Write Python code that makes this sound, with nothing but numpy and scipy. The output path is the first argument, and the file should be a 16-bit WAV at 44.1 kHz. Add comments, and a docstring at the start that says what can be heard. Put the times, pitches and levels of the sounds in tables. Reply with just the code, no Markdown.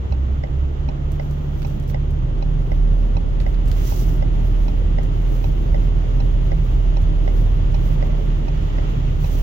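"""A four-cylinder engine booms at low revs and picks up a little, heard inside a car wading slowly
through a flooded tunnel. Its firing tone and overtones swell as they pass through the cabin's modes.
Water shakes the shell, churns under the floor and washes along the doors, and the flasher relay
goes tick-tock in the dashboard. Close on the right something rubs softly, with a few crackles."""
import sys
import numpy as np
from scipy import signal
from scipy.fft import rfft, irfft, next_fast_len
from scipy.io import wavfile

SR = 44100
rng = np.random.default_rng(int(sys.argv[2]) if len(sys.argv) > 2 else 0)


def to_wav(s):
    """Save 16-bit WAV."""
    ch = np.atleast_2d(s).T  # columns
    pcm = np.round(np.clip(ch, -1, 1) * 32767)  # PCM
    wavfile.write(sys.argv[1], SR, pcm.astype(np.int16))


N = 415422
TIME = np.arange(N) / SR


def from_db(db):
    """Decibels to gain."""
    return 10 ** (np.asarray(db) / 20)


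def rms_one(x):
    """Scale to unit power."""
    return x / np.sqrt(np.mean(x ** 2) + 1e-20)


def in_time(rows):
    """Each column of an automation curve at every sample."""
    times, *columns = np.transpose(rows)
    return [np.interp(TIME, times, column) for column in columns]


def at_hz(points, hz):
    """Read a curve on a log-frequency axis."""
    freqs, values = np.transpose(points)
    return np.interp(np.log(hz + 1e-9), np.log(freqs), values)


def pan(db):
    """Stereo gains for a pan in dB, left minus right."""
    return rms_one(from_db(np.array([[db], [-db]]) / 2))


def delayed(pair, lags_s):
    """Delay each side by its own time."""
    return np.array([np.pad(x, (int(lag * SR), 0))[:len(x)] for x, lag in zip(pair, lags_s)])


def hump(peak_s, half_s):
    """A smooth rise to 1 and a fall, with soft skirts."""
    return 1 / np.cosh(np.minimum(np.abs((TIME - peak_s) / half_s) * np.sqrt(2), 20))


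def drift(rate_hz):
    """Slow random modulation of unit power."""
    hop = 40
    pole = np.exp(-2 * np.pi * rate_hz * hop / SR)
    noise = rng.standard_normal(N // hop + 2002)
    slow = signal.lfilter([1], [1, -2 * pole, pole * pole], noise)[2000:]
    return np.interp(np.arange(N) / hop, np.arange(len(slow)), rms_one(slow))


def ring(force, hz, t60):
    """A resonator: a unit click sets a sine of height 1 ringing."""
    radius, angle = from_db(-60 / (t60 * SR)), 2 * np.pi * hz / SR
    return signal.lfilter([0, np.sin(angle)], [1, -2 * radius * np.cos(angle), radius ** 2], force + 1e-18)


def mounted_ring(force, hz, t60):
    """A mode driven through a mount of the same tuning: it builds quickly to height 1, then dies."""
    return ring(ring(force, hz, t60), hz, t60) * 2 * np.e * np.log(1000) / (t60 * SR)


def hiss():
    """Two unrelated white noises."""
    return rng.standard_normal((2, N))


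def grains(per_s, spread_db):
    """Two trains of random clicks, most small and a few large."""
    sizes = from_db(spread_db * np.minimum(rng.exponential(1, (2, N)), 4))
    signs = rng.choice([-1, 1], (2, N))
    return rms_one(sizes * signs * (rng.random((2, N)) < per_s / SR))


# Stereo width of the cabin: freq_hz, left_right_correlation
CABIN_CORRELATION = [(30, 0.73), (170, 1), (240, 0.85), (310, 0.42), (380, -0.012), (460, -0.15),
                     (550, -0.56), (660, -0.061), (780, -0.7), (950, -0.37), (1550, -0.54), (2000, -0.0055),
                     (2700, -0.14), (5000, 0.007)]
# Lean of the stereo image: freq_hz, pan_db
CABIN_BALANCE = [(40, -3), (90, -0.5), (160, 0), (260, 4), (350, 1.5), (550, -1), (1200, -2), (3000, -2),
                 (4500, -1), (6500, -6.5), (9000, 5.5), (14000, -5)]
def in_cabin(pair, eq):
    """Shape two unrelated signals into a unit-power stereo bed with the cabin's width and balance."""
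    size, sides = next_fast_len(N), np.array([[1], [-1]])
    hz = np.arange(size // 2 + 1) * SR / size
    mid, side = rfft(pair, size) * from_db(at_hz(eq, hz))
    alike = np.clip(at_hz(CABIN_CORRELATION, hz), -1, 1)
    field = np.sqrt(1 + alike) * mid + np.sqrt(1 - alike) * side * sides
    field *= from_db(sides * at_hz(CABIN_BALANCE, hz) / 2)
    return rms_one(irfft(field, size)[:, :N])


# Bright, airy tone of the rub: freq_hz, gain_db
RUB_EQ = [(1500, -22), (3000, -5), (3900, 0), (4900, 1.5), (5830, 1.5), (5960, 7), (6080, 1.5), (6700, .5),
          (7500, -3.5), (8400, -8.5), (10500, -5), (12500, .5), (15000, 2), (16000, 1)]
# Light contact between strokes: time_s, relative_db
RESTING_CONTACT = [(0, -79), (1, -79), (4.5, -73), (9.42, -68.5)]
# Strokes that swell and fade: peak_s, relative_db, half_length_s
RUB_STROKES = [(1.158, -70, 0.036), (1.322, -66, 0.16), (1.665, -65, 0.13), (1.896, -57.5, 0.019),
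               (2.714, -71, 0.15), (3.0, -71.5, 0.11), (3.5, -65, 0.054), (3.758, -62, 0.057),
               (3.88, -50.5, 0.091), (3.943, -48, 0.07), (4.09, -55.5, 0.083), (4.477, -65, 0.12),
               (4.654, -63, 0.11), (5.395, -58.5, 0.13), (5.787, -69, 0.11), (6.24, -67.5, 0.077),
               (6.596, -68.5, 0.18), (7.383, -63.5, 0.074), (7.867, -59, 0.09), (8.07, -65, 0.033),
               (9.276, -58, 0.086), (9.36, -51, 0.053)]
def rubbing(gain_db=8.0, grit=0.61, uneven_db=1.9):
    """Fine slips of a surface sliding close by make a swish that swells with each stroke."""
    slips = hiss() + grit * grains(1500, spread_db=2.5)
    power = from_db(in_time(RESTING_CONTACT)[0]) ** 2
    power += sum((from_db(db) * hump(peak_s, half_s)) ** 2 for peak_s, db, half_s in RUB_STROKES)
    envelope = np.sqrt(power) * from_db(gain_db + uneven_db * drift(12))
    return envelope * in_cabin(slips, RUB_EQ) * pan(-3.0)


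# A crackle's crisp snap and the midrange body under it: freq_hz, gain_db
SNAP_EQ = [(800, -14), (2000, -7), (5500, 2.5), (7000, 2), (9000, -3), (12500, 1), (14500, -2), (16000, -6)]
BODY_EQ = [(600, -28), (1500, 6), (3000, -1.5), (4500, 0), (8000, -31)]
# Small close catches: start_s, level_db, twice_pan_db, body_over_snap_db
CATCHES = [(1.1195, -35.5, -1.5, -32), (1.311, -40, -9, -21), (1.6195, -41.5, -9, 12.5),
           (1.67, -39, -16, -15), (1.7, -47, -3, -20), (1.7409, -48, -17, -20), (1.7988, -39, -18, -11),
           (1.8255, -47, -10, -15), (1.8377, -47, -7, -12), (1.8776, -43, -9, -15), (1.899, -44, -17, 8),
           (2.1055, -42, -19, -20), (3.4018, -48, -15, 21.5), (3.412, -42, -10, -10), (3.428, -51, -9, -15),
           (3.5436, -51, -14, 15), (3.658, -43, -19, -32), (3.677, -37, -16, -8), (3.684, -40, -16, -2),
           (3.6985, -45, -14, -2), (3.7153, -35.5, -20, 8), (5.0335, -37, -2, -22), (7.0183, -40, -3, -25)]
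def crackles(slips_per_s=300, slips_db=-8, slips_s=0.013, scratch=0.1, scratch_s=0.018):
    """The rubbing surface catches: a snap, a dying run of finer slips and a short scratch."""
    attack_s, decay_s = .00015, .0007
    snap, body, t = np.zeros((2, N)), np.zeros((2, N)), TIME[:SR // 25]
    for start_s, db, twice_pan_db, body_db in CATCHES:
        slips = (rng.random(len(t)) < slips_per_s / SR) * rng.random(len(t))
        slips *= from_db(slips_db) * np.exp(-t / slips_s)
        slips[0] = 1  # the opening snap
        shape = signal.lfilter([1], [1, -np.exp(-1 / (decay_s * SR))], slips)
        shape += scratch * np.exp(-t / scratch_s)
        burst = from_db(db) * shape * (1 - np.exp(-t / attack_s)) * pan(twice_pan_db / 2)
        start = int(start_s * SR)
        snap[:, start:start + len(t)] += burst
        body[:, start:start + len(t)] += from_db(body_db) * burst
    return snap * in_cabin(hiss(), SNAP_EQ) + body * in_cabin(hiss(), BODY_EQ)


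# Early reflections off windscreen, roof and doors: left_delay_s, right_delay_s, relative_db
REFLECTIONS = [(.0085, .0073, -15), (.0105, .0098, -12), (.0166, .0135, -19), (.0225, .0213, -19),
               (.0271, .034, -24)]
def cabin_echoes(direct):
    """The cabin answers briefly, its upholstery soaking up the treble."""
    dull = signal.sosfilt(signal.butter(2, 2800, fs=SR, output="sos"), direct)
    return sum(from_db(db) * delayed(dull, lags_s) for *lags_s, db in REFLECTIONS)


# The relay pulls in (tick) and drops out (tock): start_s, relative_db
TICK_STROKES = [(.4358, -2), (1.1957, -3), (1.9432, -1.5), (2.7167, -3.5), (3.4631, -2.5), (4.2231, -3),
                (4.9836, -2), (5.7433, -2), (6.5163, -2.5), (7.2759, -1.5), (8.0242, -2.5), (8.7834, -4.5)]
TOCK_STROKES = [(.1222, -0.7), (.8871, -0.44), (1.6471, -0.31), (2.424, 0.38), (3.1672, 0), (3.9211, -1.1),
                (4.681, -0.67), (5.4412, -0.086), (6.2018, .5), (6.9682, 0.13), (7.7434, .5),
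                (8.4814, -0.81), (9.2422, -0.39)]
# The ring of each stroke: pitch_hz, relative_db, t60_s, pan_db
TICK_RING = [(594, -20.5, 0.02, -3.5), (785, -25.5, 0.014, 3), (1587, -47, 0.014, -5),
             (1987, -33.5, 0.014, -6), (2120, -38.5, 0.016, -17.5), (2640, -52, .013, -4),
             (2910, -47.5, 0.016, -11), (3600, -48.5, .014, -8.5), (4970, -50.5, 0.02, -9.5),
             (5210, -52.5, 0.02, -8.5), (5610, -54, 0.017, -11.5)]
TOCK_RING = [(599, -25.5, .02, -2.5), (795, -24.5, 0.014, -3.5), (923, -35.5, .016, 9),
             (2200, -46.5, 0.012, -12), (2555, -38, 0.01, -10), (2950, -51.5, .011, -9.5),
             (3990, -42, 0.011, -11), (4140, -47, .01, -7), (4680, -56, .014, -7), (4990, -53, 0.019, -2.5),
             (5480, -48, 0.013, -12), (5690, -49, 0.014, -10)]
def relay(strokes, modes, gain_db, bounce, echo_db, crack_db, dash_lag_s):
    """The armature hits with a dry crack and bounces; low dashboard modes beat into a double knock."""
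    dash_below_hz, bounce_s, crack_s = 1100, .0044, .003
    size, out = SR // 10, np.zeros((2, N + SR))
    crack_band = signal.butter(4, (1300, 6500), "band", fs=SR, output="sos")
    for start_s, db in strokes:
        crack = signal.sosfilt(crack_band, rng.standard_normal((2, size)))
        direct = from_db(crack_db) * crack * np.exp(-TIME[:size] / crack_s) * pan(-6)
        for k, (hz, mode_db, t60, pan_db) in enumerate(modes):
            force = np.zeros(size)
            hit = int(dash_lag_s * SR) if hz < dash_below_hz else 0
            force[hit] = (-1) ** k * from_db(mode_db + rng.normal(0, 0.92))
            rebound = hit + int((bounce_s + rng.normal(0, 1e-4)) * SR)
            force[rebound] = bounce * force[hit] * (hz > dash_below_hz)
            direct += mounted_ring(force, hz * (1 + rng.normal(0, 0.0096)), t60) * pan(pan_db)
        direct = delayed(direct, (.0007, 0))  # the left side is farther away
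        stroke = direct + from_db(echo_db) * cabin_echoes(direct)
        start = int(start_s * SR)
        out[:, start:start + size] += from_db(db + gain_db) * stroke
    return out[:, :N]


# Brief pitched swells in the churning water: peak_s, pitch_hz, level_db, pan_db
WATER_SWELLS = [(0.331, 216, -34, 2), (0.889, 248, -32.5, 5), (1.769, 202, -28.5, 1),
                (3.042, 199, -34.2, -3), (3.673, 194, -39, -1), (4.067, 325, -38, 8), (4.125, 281, -31, 7),
                (4.744, 290, -33.5, 1), (5.297, 867, -44, 5), (5.497, 322, -32, 6), (5.501, 219, -37, 2),
                (5.578, 775, -43.9, -3), (5.646, 252, -37, 9), (5.768, 210, -35, -1), (5.796, 382, -34, -4),
                (7.088, 296, -36, 6), (7.274, 194, -37, 3), (7.805, 328, -33, 7), (8.1, 603, -34, 2),
                (8.109, 790, -46, 1), (8.943, 444, -35, -6), (8.989, 263, -34.5, 5)]
def water_swells(half_cycles=4.3, rise_per_s=0.49):
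    """Short tones swell out of the churn, each lasting a few cycles and rising slightly in pitch."""
    out, t = np.zeros((2, N + SR)), np.arange(-SR // 8, SR // 8) / SR
    for peak_s, hz, db, pan_db in WATER_SWELLS:
        stereo_phase = np.array([[0], [np.arccos(np.clip(at_hz(CABIN_CORRELATION, hz), -1, 1))]])
        phase = 2 * np.pi * (hz * t * (1 + rise_per_s * t / 2) + rng.random()) + stereo_phase
        envelope = np.sqrt(2) * from_db(db) * np.exp(-(t * hz / half_cycles) ** 2)
        start = int((peak_s + t[0]) * SR)
        out[:, start:start + len(t)] += envelope * np.sin(phase) * pan(pan_db)
    return out[:, :N]


def bubbles(per_s, low_hz, high_hz, cycles, count=16):
    """A swarm of small bubbles: each collapse rings for a few cycles at one of a set of pitches."""
    clicks, voice = grains(per_s, spread_db=2.5), rng.integers(0, count, N)
    pitches = np.geomspace(low_hz, high_hz, count)
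    return rms_one(sum(hz * ring(clicks * (voice == k), hz, cycles / hz) for k, hz in enumerate(pitches)))


# Water layers, from deep shell rumble up to fizzy spray: freq_hz, gain_db
RUMBLE_EQ = [(10, -27), (17, -3.5), (27, -1), (46, -1.5), (56, 6.5), (68, 0), (79, 4.5), (88, -3), (98, 0),
             (112, -4.5), (130, -2.5), (158, -4.5), (180, -16), (230, -30.5), (400, -72.5)]
CHURN_EQ = [(100, -16.5), (150, -11), (185, -0.5), (215, -0.5), (250, -3), (310, -2.5), (380, -2.5),
            (450, -6.5), (560, -6), (680, -11), (800, -9.5), (950, -15), (1400, -32), (3000, -64)]
WASH_EQ = [(500, -51), (800, 4.5), (1000, 1), (1250, 3), (1600, -2.5), (2000, -10), (2500, -31),
           (4000, -49)]
SPRAY_EQ = [(1200, -12), (1900, 5), (2400, 2.5), (2900, 5.5), (3300, 3.5), (4100, -5), (5000, -8.5),
            (6000, -11), (6650, -8), (7400, -15.5), (8200, -28), (10500, -47), (13000, -27.5),
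            (16000, -46.5)]
# Fader ride on the shell rumble: time_s, level_db
RUMBLE_RIDE = [(0, -24.5), (1.5, -28.5), (2.4, -26.5), (3, -24), (6, -22), (9.42, -24)]
# The bow wave builds as the car gathers way: time_s, churn_db, spray_db
BOW_WAVE_RIDE = [(0, -37, -52), (2.3, -35.5, -52), (4.3, -33.5, -49), (7, -33.5, -48), (9.42, -33.5, -46.5)]
# Single waves slap the body: peak_s, churn_boost_db, wash_boost_db, spray_boost_db
WAVE_SLAPS = [(1.76, 0.069, -1.5, 0.5), (3.03, 1.2, 0, 0.5), (3.85, -0.84, 1.5, 4), (4.12, 0.27, 1, 0.5),
              (5.72, 1.1, -0.5, 0), (8.07, 1.5, 1.8, 0.5), (8.83, -0.072, 4, 2)]
def water(wash_base_db=-47.0, wash_follows=0.39, slap_half_s=0.12, gurgle=0.23, splash=0.28, fizz=0.34):
    """The bow wave shakes the shell, gurgles under the floor and splashes along the doors."""
    churn_db, spray_db = in_time(BOW_WAVE_RIDE)
    wash_db = wash_base_db + wash_follows * (spray_db - spray_db.mean())
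    slaps_db = sum(np.outer(boosts, hump(peak_s, slap_half_s)) for peak_s, *boosts in WAVE_SLAPS)
    churn_db, wash_db, spray_db = np.array([churn_db, wash_db, spray_db]) + slaps_db
    surge_db = .5 * drift(13)  # wash and spray surge together
    rumble = from_db(in_time(RUMBLE_RIDE)[0] + drift(11)) * in_cabin(hiss(), RUMBLE_EQ)
    churn_db += .5 * drift(1.8)
    churn = from_db(churn_db) * in_cabin(hiss() + gurgle * bubbles(1200, 175.3, 719, cycles=8.3), CHURN_EQ)
    wash = in_cabin(hiss() + splash * bubbles(3000, 686, 2400, cycles=11), WASH_EQ)
    spray = in_cabin(hiss() + fizz * grains(2500, spread_db=5.0), SPRAY_EQ)
    return rumble + churn + from_db(wash_db + surge_db) * wash + from_db(spray_db + surge_db) * spray


# Fader ride on the drone: time_s, level_db
DRONE_RIDE = [(0, -62), (1.55, -43), (1.75, -32.5), (2.3, -30), (3.1, -43.5), (4.5, -30.5), (4.8, -56),
              (5.2, -27), (5.6, -42), (6.1, -32.5), (6.8, -28.5), (7.25, -50), (7.7, -34.5), (8.2, -30),
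              (8.65, -40), (9.0, -27), (9.42, -42.5)]
def drone(pitch_hz=121.3):
    """A low hum beside the engine swells and fades at a nearly steady pitch."""
    return np.sqrt(2) * from_db(in_time(DRONE_RIDE)[0]) * np.sin(2 * np.pi * pitch_hz * TIME + drift(2))


# Rev curve: time_s, firing_hz
REVS = [(0, 32.9), (.3, 33.0), (.55, 33.9), (.8, 35.6), (1.3, 36.0), (1.9, 35.6), (2.3, 37.0), (2.7, 38.2),
        (3.1, 39.4), (3.8, 39.8), (4.3, 39.5), (5.3, 39.7), (5.85, 39.9), (6.4, 39.0), (7.1, 39.0),
        (8, 38.1), (8.7, 37.4), (9.42, 37.5)]
# Cabin resonances, one for each engine order: order, centre_hz, half_width_hz, peak_db
BOOM_MODES = [(1, 38.92, 2.3, -15.5), (2, 66.1, 7.14, -23.5), (3, 110, 4.1, -40), (4, 144.34, 9.4, -28)]
# The engine shudders or eases: peak_s, boom_boost_db, octave_boost_db, two_octave_boost_db, half_length_s
ENGINE_SHUDDERS = [(0.244, 1.5, 4.5, -4, 0.13), (.471, -2, -17.5, 7.5, 0.039), (0.628, 4, 8.5, -10, 0.06),
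                   (1.42, -2, -1, 2, 0.09), (2.047, 1, 1, 0.5, .15), (2.54, 0, 0, 5, .11),
                   (2.68, -5.5, -6, 0, .04), (2.83, 2, 0, 3, .11), (3.272, -3.5, 0, -3, .06),
                   (3.935, -4.5, 0, -1, 0.039), (4.137, 1, -3, 7.5, 0.055), (4.47, 1.5, -4, 9, 0.085),
                   (4.973, 0.5, 8.5, -3, 0.061), (5.787, 4, -5, 9.5, 0.066), (6.577, -2.5, -3, 7, 0.09),
                   (6.78, -1, 5.5, -2, .06), (7.054, 0, 3, 5, 0.074), (7.421, 1.5, -7, 1.5, 0.048),
                   (8.127, 0, 4, 2, .08), (8.378, -1.5, -2, -14, 0.055), (8.547, -1, -4, 6.5, 0.034),
                   (8.74, 1, -11, -7.5, 0.097), (8.993, -0.5, 0, 5, 0.11), (9.38, 1.5, -0.5, -12.5, .09)]
def engine(boom_rough=0.015, load_rough=0.11, waver_db=0.43, waver_db_per_hz=0.5, steady_below_hz=34.3):
    """Firing tone and overtones boom as the revs cross cabin modes; uneven firings make them flutter."""
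    firing_hz, = in_time(REVS)
    phase = 2 * np.pi * np.cumsum(firing_hz) / SR
    boom, second, third, fourth = [from_db(db) / (1 + ((order * firing_hz - hz) / width) ** 2)
                                   for order, hz, width, db in BOOM_MODES]
    shudder_db = sum(np.outer(boosts, hump(peak_s, half_s)) for peak_s, *boosts, half_s in ENGINE_SHUDDERS)
    boom, second, fourth = np.array([boom, second, fourth]) * from_db(shudder_db)
    boom = boom * from_db(waver_db * drift(3.2)) * (1 + boom_rough * drift(18))
    lags_s = np.array([[0], [.0014]])  # the boom reaches the right side later and stronger
    tone = boom * np.sin(phase - 2 * np.pi * firing_hz * lags_s) * pan(-2.8)
    # the overtones waver and roughen as the revs climb
    excess_hz = np.maximum(firing_hz - steady_below_hz, 0)
    rough = load_rough * np.clip(excess_hz / excess_hz.max(), .3, 1)
    for order, level in enumerate((second, third, fourth), 2):
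        overtone = np.sin(order * phase) * (1 + rough * drift(13.5))
        overtone += rough * drift(40) * np.cos(order * phase)
        tone += level * from_db(waver_db_per_hz * excess_hz * drift(3.15)) * overtone * pan(-2.7)
    return np.sqrt(2) * tone


def scene():
    """The mix inside the cabin."""
    tick = relay(TICK_STROKES, TICK_RING, gain_db=2.0, bounce=0.04,
                 echo_db=-1, crack_db=-43, dash_lag_s=.0005)
    tock = relay(TOCK_STROKES, TOCK_RING, gain_db=-1.5, bounce=0.61,
                 echo_db=-4, crack_db=-41.5, dash_lag_s=.00046)
    return engine() + drone() + water() + water_swells() + tick + tock + rubbing() + crackles()


def record(dry):
    """A steep low-pass takes off the very top."""
    return signal.sosfilt(signal.ellip(12, .1, 80, 15900, fs=SR, output="sos"), dry)


dry = scene()
out = record(dry)
to_wav(out)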